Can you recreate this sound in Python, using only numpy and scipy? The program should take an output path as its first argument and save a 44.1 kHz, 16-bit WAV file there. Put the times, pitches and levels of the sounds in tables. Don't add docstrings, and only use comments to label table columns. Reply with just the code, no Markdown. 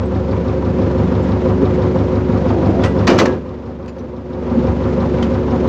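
import sys
import numpy as np
from scipy import signal
from scipy.fft import rfft, irfft
from scipy.io import wavfile
from scipy.ndimage import uniform_filter1d

SR = 44100
rng = np.random.default_rng(int(sys.argv[2]) if len(sys.argv) > 2 else 0)


def invert_db(level):
    return 10 ** (np.asarray(level, dtype=float) / 20)


def bounce(signal):
    frames = np.transpose(np.atleast_2d(signal))
    limited = np.clip(frames, -1, 1)
    pcm = np.round(limited * 32767).astype(np.int16)
    wavfile.write(sys.argv[1], SR, pcm)


N = 250488
TIME = np.arange(N) / SR

CYCLE_HZ = 71.9 / 12
# (time [s], crank lead over a steady idle [degrees of cycle])
GOVERNOR_HUNT = [
    (0, -1.5),
    (.75, 2.5),
    (2.25, -7),
    (3.25, -7),
    (3.75, -12),
    (4.75, -32),
    (5.68, -41),
]
# (time [s], level [dB])
EFFORT = [
    (0, -24.5),
    (.6, -22.5),
    (1.0, -21.5),
    (1.65, -20.5),
    (2.2, -21.5),
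    (2.85, -20),
    (4.0, -22),
    (5.68, -21),
]
HUM_DB, BOOM_DB, DRONE_DB = -24, 0.5, 1
# (multiple of cycle rate [1], level re boom and drone [dB])
FIRING_ORDERS = [(8, -22.5), (20, -20.5), (24, -11), (28, -11), (32, -11.5), (36, -11.5), (44, -11)]
# (multiple of cycle rate [1], width [Hz], level [dB])
WHINES = [(61.39, 4, -3.5), (45.26, 6.7, -10), (72.7, 17, -10.5), (162.5, 29, -21.5), (149, 20, -25)]
# (place in cycle [0-1], pitch [Hz], width [Hz], shortness [1], level [dB])
SHAKEN_PARTS = [(0.05, 241, 8, 13, -9), (0.78, 248, 10, 13, -10), (0.76, 522, 12, 5.9, -9),
                (.2, 525, 10, 4, -12.5), (0.61, 366, 12, 1.2, -12), (.8, 960, 75, 4, -22.5),
                (0.18, 900, 670, 2.6, -20.5), (0.04, 750, 39, 1.6, -19.5), (.9, 1190, 65, 1.3, -25.5),
                (1, 2300, 280, 30, -37.5), (.91, 3800, 1200, 36, -36), (0.9, 5260, 800, 12, -43),
                (0.04, 1000, 700, 2.9, -17), (.77, 990, 740, 8, -20)]
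# (frequency [Hz], density [dB per Hz])
GAS_ROAR = [(15, -44.5), (24, -15), (33, -30), (45, -24), (82, -9), (142, -2), (254, -11.5), (315, -4),
            (364, -6), (411, -10.5), (523, -2), (650, -16.5), (980, -19.5), (1790, -29), (5180, -44),
            (7300, -50.5), (8000, -59.5), (10400, -99.5), (17600, -120)]

# (time [s], level [dB], t60 [s], thud level [dB])
LATCH_BLOWS = [(1.229, -50, .04, -18), (2.835, -21, 0.1, -11), (2.846, -26, .16, -11),
               (3.069, -16.5, .12, -9), (3.074, -16, 0.34, 11), (3.1, -25, 0.43, 17),
               (3.179, -26.5, 0.16, -18), (3.186, -14.5, 0.18, 3), (3.197, -16, 0.2, 8),
               (3.254, -22, 0.14, -7), (3.859, -41, 0.028, -22), (3.878, -40, 0.076, -26),
               (3.891, -43, 0.084, -28), (3.983, -45, .09, -27), (5.224, -29.5, 0.2, -22)]
# (frequency [Hz], density [dB per Hz])
METAL_CRACK = [(350, -36.5), (600, -6), (1210, -8), (2980, -16.5), (3330, -21), (4700, -19.5), (4970, -22),
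               (6040, -23.5), (8000, -34), (10400, -66), (17600, -120)]
# (frequency [Hz], width [Hz], level [dB])
WALL_THUD = [(250, 60, 1.5), (342, 64, 1), (444.6, 63, -2.5), (584, 340, -3.5)]
# (time [s], pitch [Hz], level [dB], t60 [s])
SPRING_RINGS = [(.055, 7800, -50, .06), (.31, 4500, -44, .06), (1.23, 7400, -48, .06),
                (2.80, 3418, -47, .6), (2.84, 1965, -29, .26), (2.84, 2525, -37, .11),
                (2.845, 8253, -44, .2), (2.85, 7219, -56, .3), (3.08, 910, -21, .2),
                (3.074, 1294, -18, .15), (3.072, 4700, -23, .07), (3.09, 2340, -24, .1),
                (3.18, 5500, -30, .1), (3.192, 2000, -20, .08), (3.195, 3300, -23, .07),
                (3.19, 6200, -27, .05), (3.254, 1130, -24, .1), (3.27, 1650, -32, .3),
                (3.881, 2590, -44, .07), (3.885, 4800, -50, .08), (3.885, 7000, -54, .1),
                (3.986, 5900, -52, .1), (5.226, 3150, -25, .045)]
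# (time [s], level [dB])
CATCH_TICKS = [
    (2.836, -61),
    (3.859, -63),
    (3.881, -68.5),
    (3.984, -62),
    (5.225, -62.5),
]
TICK_T60_S = 0.012

SLAM_S, SHUT_S = 3.078, 0.27
SHUT_BOOM_DB, SHUT_DRONE_DB = -5, 1.5
JOLT_DB, JOLT_RISE_S, JOLT_HOLD_S, JOLT_FADE_S = 11.5, 0.046, 0.14, 0.16

# (time of peak [s], pitch [Hz], length [s], level [dB])
SHUDDERS = [(.41, 190, 0.044, -17), (0.653, 245, 0.15, -23), (0.801, 245, 0.049, -15),
            (1.05, 185, 0.039, -17.5), (1.47, 245, 0.085, -18), (1.629, 260, 0.041, -14),
            (1.635, 416.2, 0.023, -11.5), (2.176, 250, 0.023, -17), (2.576, 328.7, 0.11, -20),
            (2.605, 703, 0.38, -28.5), (2.696, 360.7, 0.017, -9), (2.788, 680, 0.11, -26.5),
            (3.24, 70, 0.103, -27.5), (3.33, 364.3, .08, -21.5), (4.581, 235, 0.026, -11),
            (4.7, 79.8, .04, -17), (5.249, 232, 0.06, -14.5)]
PANEL_LOSS = 0.16

DUCK_DB, DUCK_FALL_S, CREEP_DB, CREEP_S = -7, 0.012, -5, 0.4
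RELEASE_S, RECOVER_S = 4.246, 0.34
# (frequency [Hz], density [dB per Hz])
TOP_HISS = [(6000, -28.5), (8000, 0), (9300, -6.5), (11000, -0.5), (13000, -3), (15500, -4.5),
            (17000, -36.5)]


def evened(x):
    return x / np.sqrt(np.mean(x ** 2) + 1e-20)


def coloured(points, size):
    f, db = np.transpose(points)
    hz = np.fft.rfftfreq(size, 1 / SR)
    gain = invert_db(np.interp(np.log(hz + 1), np.log(f), db))
    return evened(irfft(rfft(rng.standard_normal(size)) * gain, size))


def fuzzy(hz, width, steady=0):
    r = np.exp(-np.pi * width / SR)
    noise = [1, 1j] @ rng.standard_normal((2, len(hz)))
    slow = signal.lfilter([1], np.convolve([1, -r], [1, -r]), noise)
    slow = slow / (abs(slow) + 1e-9) ** np.clip(steady, 0, 1)
    return evened((slow * np.exp(2j * np.pi * np.cumsum(hz) / SR)).real)


def band(x, lo_hz, hi_hz, order=4):
    return signal.sosfilt(signal.butter(order, [lo_hz, hi_hz], "band", fs=SR, output="sos"), x)


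def bump(cycle, place, shortness):
    return np.exp(shortness * (np.cos(2 * np.pi * (cycle - place)) - 1))


def uneven(cycle, place, spread_db):
    draws = rng.standard_normal(40)
    return invert_db(spread_db * np.interp(cycle - place + 1, np.arange(40), draws))


def ramp(start, length):
    return np.clip((TIME - start) / length, 0, 1)


def stack(cycle, hum_db, boom_db, drone_db):
    hum = np.cos(2 * np.pi * 12 * cycle + np.radians(126))
    hum *= invert_db(hum_db) * uneven(cycle, 0.4, 0.61)

    peak = cycle - 0.03
    nearest = np.round(peak)
    ring = np.cos(2 * np.pi * (nearest * 16 + 16.9 * (peak - nearest)) + 2.65)
    boom = (0.13 + bump(peak, 0, 1.2)) * ring + 0.41 * np.cos(2 * np.pi * 16 * peak + 3.1)
    boom = invert_db(boom_db) * uneven(cycle, 0.03, 0.23) * evened(boom)

    pulses = np.zeros(N)
    for order, db in FIRING_ORDERS:
        pulses += invert_db(db) * uneven(cycle, 0, 1.0) * np.cos(2 * np.pi * order * (cycle + 0.0042))
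    pulses *= invert_db(0.43 * boom_db + 0.51 * drone_db)
    return np.sqrt(2) * (hum + pulses) + boom


def clatter(cycle, boom_db, drone_db):
    speed = np.gradient(cycle) * SR
    out = np.zeros(N)
    for order, width, db in WHINES:
        out += invert_db(db) * fuzzy(order * speed, width, steady=0.85)
    out += invert_db(boom_db - 5.0) * fuzzy(31.3 * speed, 4.9, steady=0.94)
    out += invert_db(2.5 * drone_db - 8.5) * fuzzy(40 * speed, 2, steady=1)
    for place, hz, width, shortness, db in SHAKEN_PARTS:
        shake = evened(bump(cycle, place, shortness) * uneven(cycle, place, 1.5))
        cab = invert_db(drone_db) if hz < 300 else 1
        tone = fuzzy(np.full(N, hz), width, steady=0.9 if hz < 700 else 0.15)
        out += cab * invert_db(db) * shake * tone
    puff_db = 3.1 * bump(4 * cycle, 0.88, 0.91) + 1.3 * bump(cycle, 0.99, 0.4)
    puffs = invert_db(puff_db) * uneven(4 * cycle % 38, 0, 0.98)
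    return out + invert_db(0.5) * evened(puffs) * coloured(GAS_ROAR, N)


def metal_crack(t, t60):
    rattle = invert_db(2.2 * evened(uniform_filter1d(rng.standard_normal(len(t)), 100)))
    crack = coloured(METAL_CRACK, len(t)) * rattle * invert_db(-60 * t / t60)
    dull = signal.lfilter([0.2], [1, -0.8], crack)
    crack = dull + (crack - dull) * (0.45 + 1.73 * invert_db(-60 * t / 0.14))
    for share, size, length in rng.random((8, 3)):
        hz = 900 * 7 ** share
        ring_t60 = t60 * (0.5 + length) * (1 - 0.35 * share)
        ring_db = -1.0 - 17 * share - 8.9 * size - 60 * t / ring_t60
        crack += invert_db(ring_db) * fuzzy(np.full(len(t), hz), 160)
    return crack * (1 - np.exp(-t / 0.0016))


def wall_thud(t, thud_db):
    thud = sum(invert_db(db) * fuzzy(np.full(len(t), hz), width) for hz, width, db in WALL_THUD)
    return thud * invert_db(thud_db - 2.0 - 60 * t / 0.27) * (1 - np.exp(-(t / 0.015) ** 2))


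def latch():
    out, t = np.zeros(N + SR), TIME[:SR // 3]
    for s, db, t60, thud_db in LATCH_BLOWS:
        at = round(s * SR)
        out[at:at + len(t)] += invert_db(db) * (metal_crack(t, t60) + wall_thud(t, thud_db))
    for s, hz, db, t60 in SPRING_RINGS:
        at = round(s * SR)
        swell = invert_db(db + 1.0 - 60 * t / t60) * (1 - np.exp(-t / 0.0011))
        out[at:at + len(t)] += swell * fuzzy(np.full(len(t), hz), 18, steady=1.0)
    return out[:N]


def ticks():
    out = np.zeros(N)
    for s, db in CATCH_TICKS:
        since = np.where(TIME < s, 9, TIME - s)
        out += invert_db(db - 60 * since / TICK_T60_S)
    return out


def shudders():
    out, t = np.zeros(N), TIME[:SR // 2]
    for s, hz, length, db in SHUDDERS:
        at = round((s - 0.25) * SR)
        swell = np.exp(-((t - 0.25) / (length / 2)) ** 2)
        panel = invert_db(db) * swell * fuzzy(np.full(len(t), hz), PANEL_LOSS * hz, steady=0.8)
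        out[at:at + len(t)] += panel[:N - at]
    return out


def ducking():
    sink = 1 - np.exp(-np.maximum(TIME - SLAM_S, 0) / CREEP_S)
    return (DUCK_DB * ramp(SLAM_S, DUCK_FALL_S) + CREEP_DB * sink) * (1 - ramp(RELEASE_S, RECOVER_S))


def scene():
    lead = uniform_filter1d(np.interp(TIME, *np.transpose(GOVERNOR_HUNT)), size=8000)
    cycle = CYCLE_HZ * TIME + lead / 360
    effort_db = np.interp(TIME, *np.transpose(EFFORT))
    shut = ramp(SLAM_S, SHUT_S)
    jolt_end = SLAM_S + JOLT_RISE_S + JOLT_HOLD_S
    jolt_db = JOLT_DB * (ramp(SLAM_S, JOLT_RISE_S) - ramp(jolt_end, JOLT_FADE_S))
    boom_db = BOOM_DB + SHUT_BOOM_DB * shut
    drone_db = DRONE_DB + SHUT_DRONE_DB * shut
    engine = stack(cycle, HUM_DB - effort_db, boom_db + 0.62 * jolt_db, drone_db)
    engine += invert_db(jolt_db) * clatter(cycle, boom_db, drone_db)
    return (invert_db(effort_db + ducking()) * engine + shudders() + latch())[None]


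def low_pass(x):
    return signal.sosfilt(signal.butter(12, 15762, fs=SR, output="sos"), x)


def record(dry):
    squeezed = np.sign(dry) * (0.7 + 0.25 * np.tanh((abs(dry) - 0.7) / 0.25))
    limited = np.where(abs(dry) < 0.7, dry, squeezed)
    kept = signal.sosfilt(signal.butter(8, 7600, fs=SR, output="sos"), limited)
    treble_power = uniform_filter1d(band(kept, 5740, 7500) ** 2, 120)
    treble_db = 10 * np.log10(abs(treble_power) + 1e-12)
    usual_db = uniform_filter1d(treble_db, size=12000)
    treble_db = np.maximum(treble_db - 3.0, usual_db)
    hiss_level = invert_db(-81.0 + 1.14 * (treble_db + 61.5)) + invert_db(-88.5) + ticks()
    hiss = hiss_level * coloured(TOP_HISS, N)
    hiss = signal.sosfilt(signal.butter(8, 7600, "high", fs=SR, output="sos"), hiss)
    return low_pass(kept + hiss)


dry = scene()
out = record(dry)
bounce(out)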